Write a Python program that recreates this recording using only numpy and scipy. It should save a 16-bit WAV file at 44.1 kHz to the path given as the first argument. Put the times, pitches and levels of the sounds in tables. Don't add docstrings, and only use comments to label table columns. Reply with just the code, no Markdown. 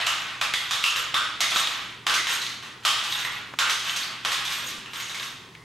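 import sys
import numpy as np
from scipy import signal
from scipy.fft import rfft, irfft, next_fast_len
from scipy.io import wavfile
from scipy.ndimage import uniform_filter1d

SR = 44100
rng = np.random.default_rng(int(sys.argv[2]) if len(sys.argv) > 2 else 0)


def generate_wav(sig):
    pcm = np.round(np.clip(np.atleast_2d(sig).T, -1, 1) * 32767).astype(np.int16)
    wavfile.write(sys.argv[1], SR, pcm)


def to_linear_factor(level_db):
    exponent = np.asarray(level_db, float) / 20
    return 10 ** exponent


N = 248718
LEAD = 128
CLICK = signal.unit_impulse(1024, idx=LEAD)
CONTROL_STEP = 64


def evened(x):
    return x / np.sqrt(np.mean(x ** 2) + 1e-20)


def add(mix, s, sound):
    part = mix[round(s * SR):][:len(sound)]
    part += sound[:len(part)]


def add_contact(mix, s, sound):
    add(mix, s - LEAD / SR, sound)


def read(points, hz):
    f, value = np.transpose(points)
    return np.interp(np.log(hz + 1), np.log(f + 1), value)


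def colour(x, points):
    size = next_fast_len(x.shape[-1])
    gain = to_linear_factor(read(points, np.fft.rfftfreq(size, 1 / SR)))
    return irfft(rfft(x, size) * gain, size)[..., :x.shape[-1]]


def resonate(x, hz, width):
    turn = np.exp(2j * np.pi * np.cumsum(hz * np.ones(len(x))) / SR)
    r = np.exp(-np.pi * width / SR)
    return 2 * (turn * signal.lfilter([1 - r], [1, -r], x / turn)).real


def mode(hz, width):
    return evened(resonate(resonate(CLICK, hz, width), hz, 0.78 * width))


def ticks(per_s, spread_db):
    size = to_linear_factor(spread_db * np.minimum(rng.exponential(1, N), 4)) * rng.choice([-1., 1.], N)
    return evened(size * (rng.random(N) < per_s / SR))


def swell(s, rise, fall):
    t = np.arange(0, N + CONTROL_STEP, CONTROL_STEP) / SR - s
    rising = rise * t - 2500 * t ** 2
    falling = -fall * t - 32 * t ** 2
    return np.where(t < 0, rising, falling)


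def spread(v):
    return np.interp(np.arange(N), CONTROL_STEP * np.arange(len(v)), v)


def smear():
    t = np.arange(512) / SR
    z = rfft(rng.standard_normal(512) * t * np.exp(-t / 0.0012))
    return irfft(z / np.abs(z) ** 0.82) / np.sqrt(np.mean(np.abs(z) ** 0.27))


# (pitch [Hz], level [dB])
HISS_COLOUR = [(12, -40), (20, -12), (163, 2), (422, -2.5), (607, -12.5), (1120, -2), (1480, -19),
               (2020, -4), (2600, -30), (3630, -49), (4060, -14), (10200, -26), (16000, -36)]
# (pitch [Hz], width [Hz], level [dB])
DRONE = [(195, 10, -69), (390, 14, -67)]


def room_tone():
    noise = rng.standard_normal((3, N))
    drone = sum(to_linear_factor(db) * evened(resonate(noise[2], hz, width)) for hz, width, db in DRONE)
    mains_hz, mains_db = 120, -58.5
    drone += to_linear_factor(mains_db) * np.sqrt(2) * np.sin(2 * np.pi * mains_hz * np.arange(N) / SR)
    hiss = colour(noise[:2], HISS_COLOUR)
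    return to_linear_factor(-51) * evened(hiss) + drone * [[1], [.1]]


# (pitch [Hz], level [dB])
PLASTIC_ON_WOOD = [(120, -19), (200, -23.5), (491, -12.5), (1180, 5), (1680, 3.5), (3560, 1), (4600, -7),
                   (6760, -13), (10900, -24.5), (11900, -23), (16000, -42)]


def plastic(x):
    return colour(x, PLASTIC_ON_WOOD)


# (pitch [Hz], time [s])
ECHO_TIMES = [(250, 1), (700, 0.46), (1500, 0.55), (3500, 0.64), (7000, 0.51), (10000, 0.45), (13000, 0.32),
              (16000, 0.43)]


def echoes():
    taps = np.zeros((2, SR))
    at = np.arange(100, SR - 10, 10) + rng.integers(0, 10, (2, (SR - 101) // 10))
    np.put_along_axis(taps, at, rng.choice([-1., 1.], at.shape), 1)
    hz, t, z = signal.stft(taps, SR, nperseg=256)
    build = 1 - np.exp(-t / 0.0048)
    decay = to_linear_factor(-60 * t / read(ECHO_TIMES, hz)[:, None])
    tail = signal.istft(z * build * decay, SR, nperseg=256)[1]
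    return tail / np.linalg.norm(tail[0])


def earlier_step():
    skip = 3000
    out = np.zeros((2, N))
    tail = plastic(echoes()[:, skip:SR])
    out[:, :SR - skip] = to_linear_factor(-33.5) * tail / np.std(tail[0, :2000])
    return out


# (delay [s], level [dB])
FIRST_REFLECTIONS = [(.004, -9), (.009, -17.5), (0.019, -29), (.028, -19.5), (0.035, -35)]


def room(x, direct_db):
    out = np.zeros((2, N))
    turn = np.pi * np.arange(N) / SR / 1.3
    for k in range(3):
        tail = echoes()
        add(tail[0], 0, to_linear_factor(direct_db) * smear())
        for delay, db in FIRST_REFLECTIONS:
            add(tail[0], delay, to_linear_factor(db) * smear())
        share = np.sqrt(2 / 3) * np.abs(np.cos(turn + k * np.pi / 3))
        out += signal.fftconvolve((x * share)[None], tail, axes=1)[:, :N]
    return out


# (fastest time [s], rumble level [dB], coasting fade [dB/s], shell pitch [Hz], rattle level [dB])
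WHEEL_PUSHES = [(0.0, -13.5, 700, 3830, -28.5), (0.085, -24.5, 40.5, 2600, -47),
                (0.61, -28, 100, 2960, -58), (0.74, -30, 180, 3390, -33), (0.861, -23.5, 77, 2713, -26.5),
                (0.98, -30.5, 55, 2750, -53), (1.18, -27.5, 68, 3420, -52), (1.421, -29, 35, 2490, -57),
                (1.51, -26.5, 66, 3160, -28), (1.59, -22.5, 54, 2980, -32), (2.3, -25.5, 67, 3020, -34.5),
                (2.47, -40.5, 60, 4230, -40), (2.65, -37, 126, 2660, -57), (2.885, -23, 38, 3020, -31.5),
                (3.14, -28, 77, 3240, -36), (3.31, -31, 83, 2130, -47.5), (3.66, -19, 400, 2970, -43),
                (3.85, -28, 22, 2950, -35.5), (4.04, -38, 44, 3300, -47), (4.3, -29, 17, 2980, -34.5),
                (4.509, -29.5, 46, 3130, -31), (4.68, -39.5, 59, 3000, -35), (4.96, -35.5, 24, 2850, -39.5),
                (5.2, -36, 56, 3000, -43.5)]


def wheels():
    spin_up, rattle_fade = 209, 3.65
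    power, shell, loose = [], [], []
    for s, rumble_db, coast, hz, rattle_db in WHEEL_PUSHES:
        power.append(to_linear_factor(rumble_db + swell(s, spin_up, coast)) ** 2 + 1e-30)
        shell.append(power[-1] * hz)
        loose.append(to_linear_factor(rattle_db + swell(s, spin_up, rattle_fade * coast)) ** 2)
    hz = sum(shell) / sum(power)
    return spread(np.sqrt(sum(power))), spread(hz), spread(np.sqrt(sum(loose)))


def rolling():
    patter = evened(plastic(ticks(per_s=1200, spread_db=4.4)))
    rumble, hz, _ = wheels()
    return to_linear_factor(-4.0) * rumble * evened(patter + 0.55 * resonate(patter, hz, 1700))


# (time [s], level [dB], pitch [Hz])
RIM_TICKS = [(0.0654, -20.5, 7540), (0.412, -23.5, 5420), (0.5368, -22, 5060), (0.709, -24, 7100),
             (0.8387, -19, 5630), (0.9632, -24.5, 7600), (1.1417, -24.5, 5600), (1.1685, -28, 5550),
             (1.4049, -16.5, 6700), (1.5598, -19, 7150), (1.6745, -31, 5100), (2.066, -21, 5300),
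             (2.0964, -22.5, 5500), (2.1405, -18.5, 6640), (2.2694, -29, 6800), (2.3194, -30.5, 6500),
             (2.4155, -30.5, 6800), (2.8507, -16, 5660), (3.0375, -29, 5140), (3.1236, -34, 5960),
             (3.189, -32, 6840), (3.5876, -18, 7500), (3.6969, -19.5, 6500), (3.9614, -25.5, 6600),
             (4.2483, -26, 6300), (4.317, -25, 5400), (4.9347, -38.5, 8800), (5.0942, -38, 6900),
             (5.146, -34, 5300), (5.2294, -34.5, 6650)]
# (time [s], level [dB])
FAINT_RIM_TICKS = [(2.174, -42), (2.4683, -37), (2.626, -46), (3, -37), (3.7208, -33), (3.794, -32),
                   (3.895, -39), (4.451, -30.5), (4.963, -49), (5.199, -40), (5.349, -49), (5.55, -64)]


def rims():
    out = np.zeros(N)
    treble = signal.butter(2, 5500, "high", fs=SR)
    fizz = evened(signal.lfilter(*treble, plastic(CLICK)))
    faint = [(s, db, 6460) for s, db in FAINT_RIM_TICKS]
    for s, db, hz in [*RIM_TICKS, *faint]:
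        add_contact(out, s, to_linear_factor(db - 2.0) * evened(fizz + 0.19 * mode(hz, 960)))
    rattle = signal.lfilter(*treble, plastic(ticks(per_s=70, spread_db=4.0)))
    return out + to_linear_factor(2.0) * wheels()[2] * evened(rattle)


# (time [s], blow level [dB], sole level [dB], shell pitch [Hz], shell level [dB])
FOOTSTEPS = [(0.068, -10.5, -10, 2920, -7), (0.413, -10, -19, 2440, -14), (0.537, -14.5, -35, 2000, 0.5),
             (0.709, -15, -12, 3530, -7.5), (0.839, -6.5, -3, 2700, 5), (0.862, -14, -22, 3070, 8),
             (0.96, -13, -12, 2860, -15), (1.142, -7, -2.5, 3470, -4), (1.405, -12, -27, 2080, -1.5),
             (1.559, -8.5, -13, 3750, -8), (2.067, -8, -10, 3000, -16), (2.097, -10.5, -27, 1530, -4.5),
             (2.141, -16.5, -26, 3320, -20), (2.85, -9, -8, 3090, -13), (2.868, -10, -24, 3100, -1),
             (3.588, -9, -8, 1450, -10), (3.602, -10.5, -7, 1470, -5), (3.696, -14.5, -24, 3370, -11),
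             (4.249, -12.5, -31, 3130, -13), (4.319, -18, -26, 3400, -11)]
# (time [s], blow level [dB], shell pitch [Hz], shell level [dB])
WHEEL_BOUNCES = [(0.545, -18.5, 3360, 16), (0.739, -25, 3760, -1), (1.158, -16.5, 1463, 14),
                 (1.439, -27, 3730, 12), (1.519, -19.5, 3400, 4), (1.674, -30, 3240, -15),
                 (2.174, -18, 2020, 9), (2.269, -19.5, 3170, -7), (2.415, -28, 4030, 18),
                 (2.47, -36, 2060, 13), (2.505, -35, 4200, 14), (2.625, -33, 2750, -23),
                 (3.125, -23.5, 3700, 11), (3.249, -22, 1990, -2), (3.894, -27, 3120, 17),
                 (3.963, -32, 3100, 5), (4.03, -29, 4470, 12), (4.453, -29, 3500, 14),
                 (4.859, -33, 2730, -5), (4.933, -29, 1250, -10), (4.958, -30.5, 3180, -6),
                 (5, -29.5, 2140, -5), (5.094, -30, 3800, -7), (5.145, -28, 2170, 0),
                 (5.199, -30, 3650, -12), (5.228, -38, 1410, -10), (5.268, -38, 3700, 5),
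                 (5.55, -42.5, 2050, -2)]


def clacks():
    out = np.zeros(N)
    crack = evened(plastic(CLICK))
    sole = mode(1250, 340)
    damping = 0.2
    for s, db, sole_db, hz, ring_db in FOOTSTEPS:
        blow = crack + to_linear_factor(sole_db) * sole + to_linear_factor(ring_db) * mode(hz, damping * hz)
        add_contact(out, s, to_linear_factor(db - 8.5) * evened(blow))
    for s, db, hz, ring_db in WHEEL_BOUNCES:
        blow = crack + to_linear_factor(ring_db) * mode(hz, damping * hz)
        add_contact(out, s, to_linear_factor(db - 6.0) * evened(blow))
    return out


# (time [s], level [dB], pitch [Hz])
DRY_KNOCKS = [(0.07, -8.5, 2800), (0.414, -14, 2400), (0.54, -4.5, 2030), (0.711, -27, 3480),
              (0.841, -0.5, 2740), (1.142, -15, 1250), (1.439, -11, 2130), (1.562, -9, 1340),
              (1.674, -7, 3170), (2.14, -10, 3320), (2.467, -18, 3240), (3.125, -14, 3280),
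              (3.25, -16, 2790), (3.539, -21, 1080), (3.897, -12, 3030), (3.961, -24, 3170),
              (4.955, -25, 3210), (5.199, -20, 3700), (5.231, -24, 2310), (5.552, -29, 2170)]


def dry_knocks():
    out = board_thuds(gain_db=-24, width=580)
    for s, db, hz in DRY_KNOCKS:
        add_contact(out, s - .002, to_linear_factor(db - 17) * mode(hz, 1730))
    scatter = smear() + to_linear_factor(-8) * np.roll(smear(), 120)
    return signal.oaconvolve(out, scatter)[:N]


# (pitch [Hz], width [Hz], level [dB])
AXLE_TONES = [(5910, 40, -3), (6655, 45, 2), (8412, 50, -1), (11600, 50, 0), (13415, 55, -2),
              (14350, 120, -11)]
# (strongest time [s], level [dB], tilt [dB/octave], fade [dB/s])
AXLE_SWELLS = [(0.1, -44.5, -9, 70), (0.45, -51, -10, 198), (0.6, -53, -3, 40), (0.9, -42, -18, 100),
               (1.0, -41, -2, 220), (1.451, -58, -15, 202), (1.598, -36.5, 1, 300), (1.66, -46, -7, 75),
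               (2.2, -48, -15, 250), (2.33, -41, -6, 90), (2.66, -60, -14, 200), (3.126, -46, -0.5, 65),
               (3.258, -56, 2, 110), (3.62, -57, -8, 120), (3.718, -48, -5, 90), (3.9, -48, -4, 80),
               (4.02, -54, 2, 130), (4.33, -45, -7, 120), (4.47, -53, -1, 100), (4.546, -51, 5, 100),
               (4.68, -44.5, -1, 300), (4.975, -57, 5, 100), (5.04, -48.5, -17, 55), (5.24, -52.5, -1, 125)]


def axles():
    out = np.zeros(N)
    for hz, width, db in AXLE_TONES:
        octaves = np.log2(hz / 6655)
        power = 0
        for s, top_db, tilt, fade in AXLE_SWELLS:
            faster = fade * (1 + 0.21 * octaves)
            power = power + to_linear_factor(top_db + tilt * octaves + swell(s, 132, faster)) ** 2
        knocks = to_linear_factor(db - 3) * spread(np.sqrt(power)) * ticks(per_s=220, spread_db=2.5)
        out += resonate(knocks, hz, width) * np.sqrt(SR / width / np.pi) / 2
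    return out


# (time [s], level [dB], pitch [Hz])
BOARD_THUDS = [(0.414, -46, 388), (0.959, -39, 533), (1.406, -43.5, 557), (1.439, -55, 546),
               (1.519, -49, 398), (1.56, -44.5, 437), (2.064, -37, 507), (2.853, -49, 566),
               (3.586, -66, 560), (4.249, -49, 470), (4.317, -56, 332), (4.626, -47.5, 337),
               (4.739, -52, 280)]


def board_thuds(gain_db, width):
    out = np.zeros(N)
    for s, db, hz in BOARD_THUDS:
        add_contact(out, s, to_linear_factor(db + gain_db) * mode(hz, width))
    return out


# (pitch [Hz], level [dB])
MICROPHONE_DIFFERENCE = [(60, -22), (130, -20), (290, -17), (640, -9.5), (1410, -8), (3100, -10),
                         (6820, -8), (10600, -6), (11200, -12.5), (15000, -14)]


def left_right(mid, side):
    side = colour(side, MICROPHONE_DIFFERENCE)
    return np.array([mid + side, mid - side])


def scene():
    rings = axles()
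    body = clacks() + board_thuds(gain_db=2, width=500) + rolling()
    skates = room(body, -3.0)
    skates += room(rims() + to_linear_factor(-6) * rings, -5)
    skates[0] += to_linear_factor(10.0) * rings + dry_knocks()
    skates += earlier_step()
    mid, side = skates + room_tone()
    return left_right(mid, side - 0.14 * skates[0])


def low_pass(x):
    return signal.sosfilt(signal.butter(12, 16400, fs=SR, output="sos"), x)


def record(dry):
    power_db = 10 * np.log10(uniform_filter1d((dry ** 2).mean(0), 220) + 1e-12)
    fall = np.arange(N) * 39.0 / SR
    held_peak_db = np.maximum.accumulate(power_db + fall) - fall
    over_db = np.maximum(held_peak_db + 24, 0)
    held = dry / to_linear_factor(0.46 * uniform_filter1d(over_db, 100))
    band_limit = signal.firwin(255, 16400, window=("kaiser", 9), fs=SR)
    mix = signal.oaconvolve(held, band_limit[None], "same")
    return low_pass(mix)


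dry = scene()
out = record(dry)
generate_wav(out)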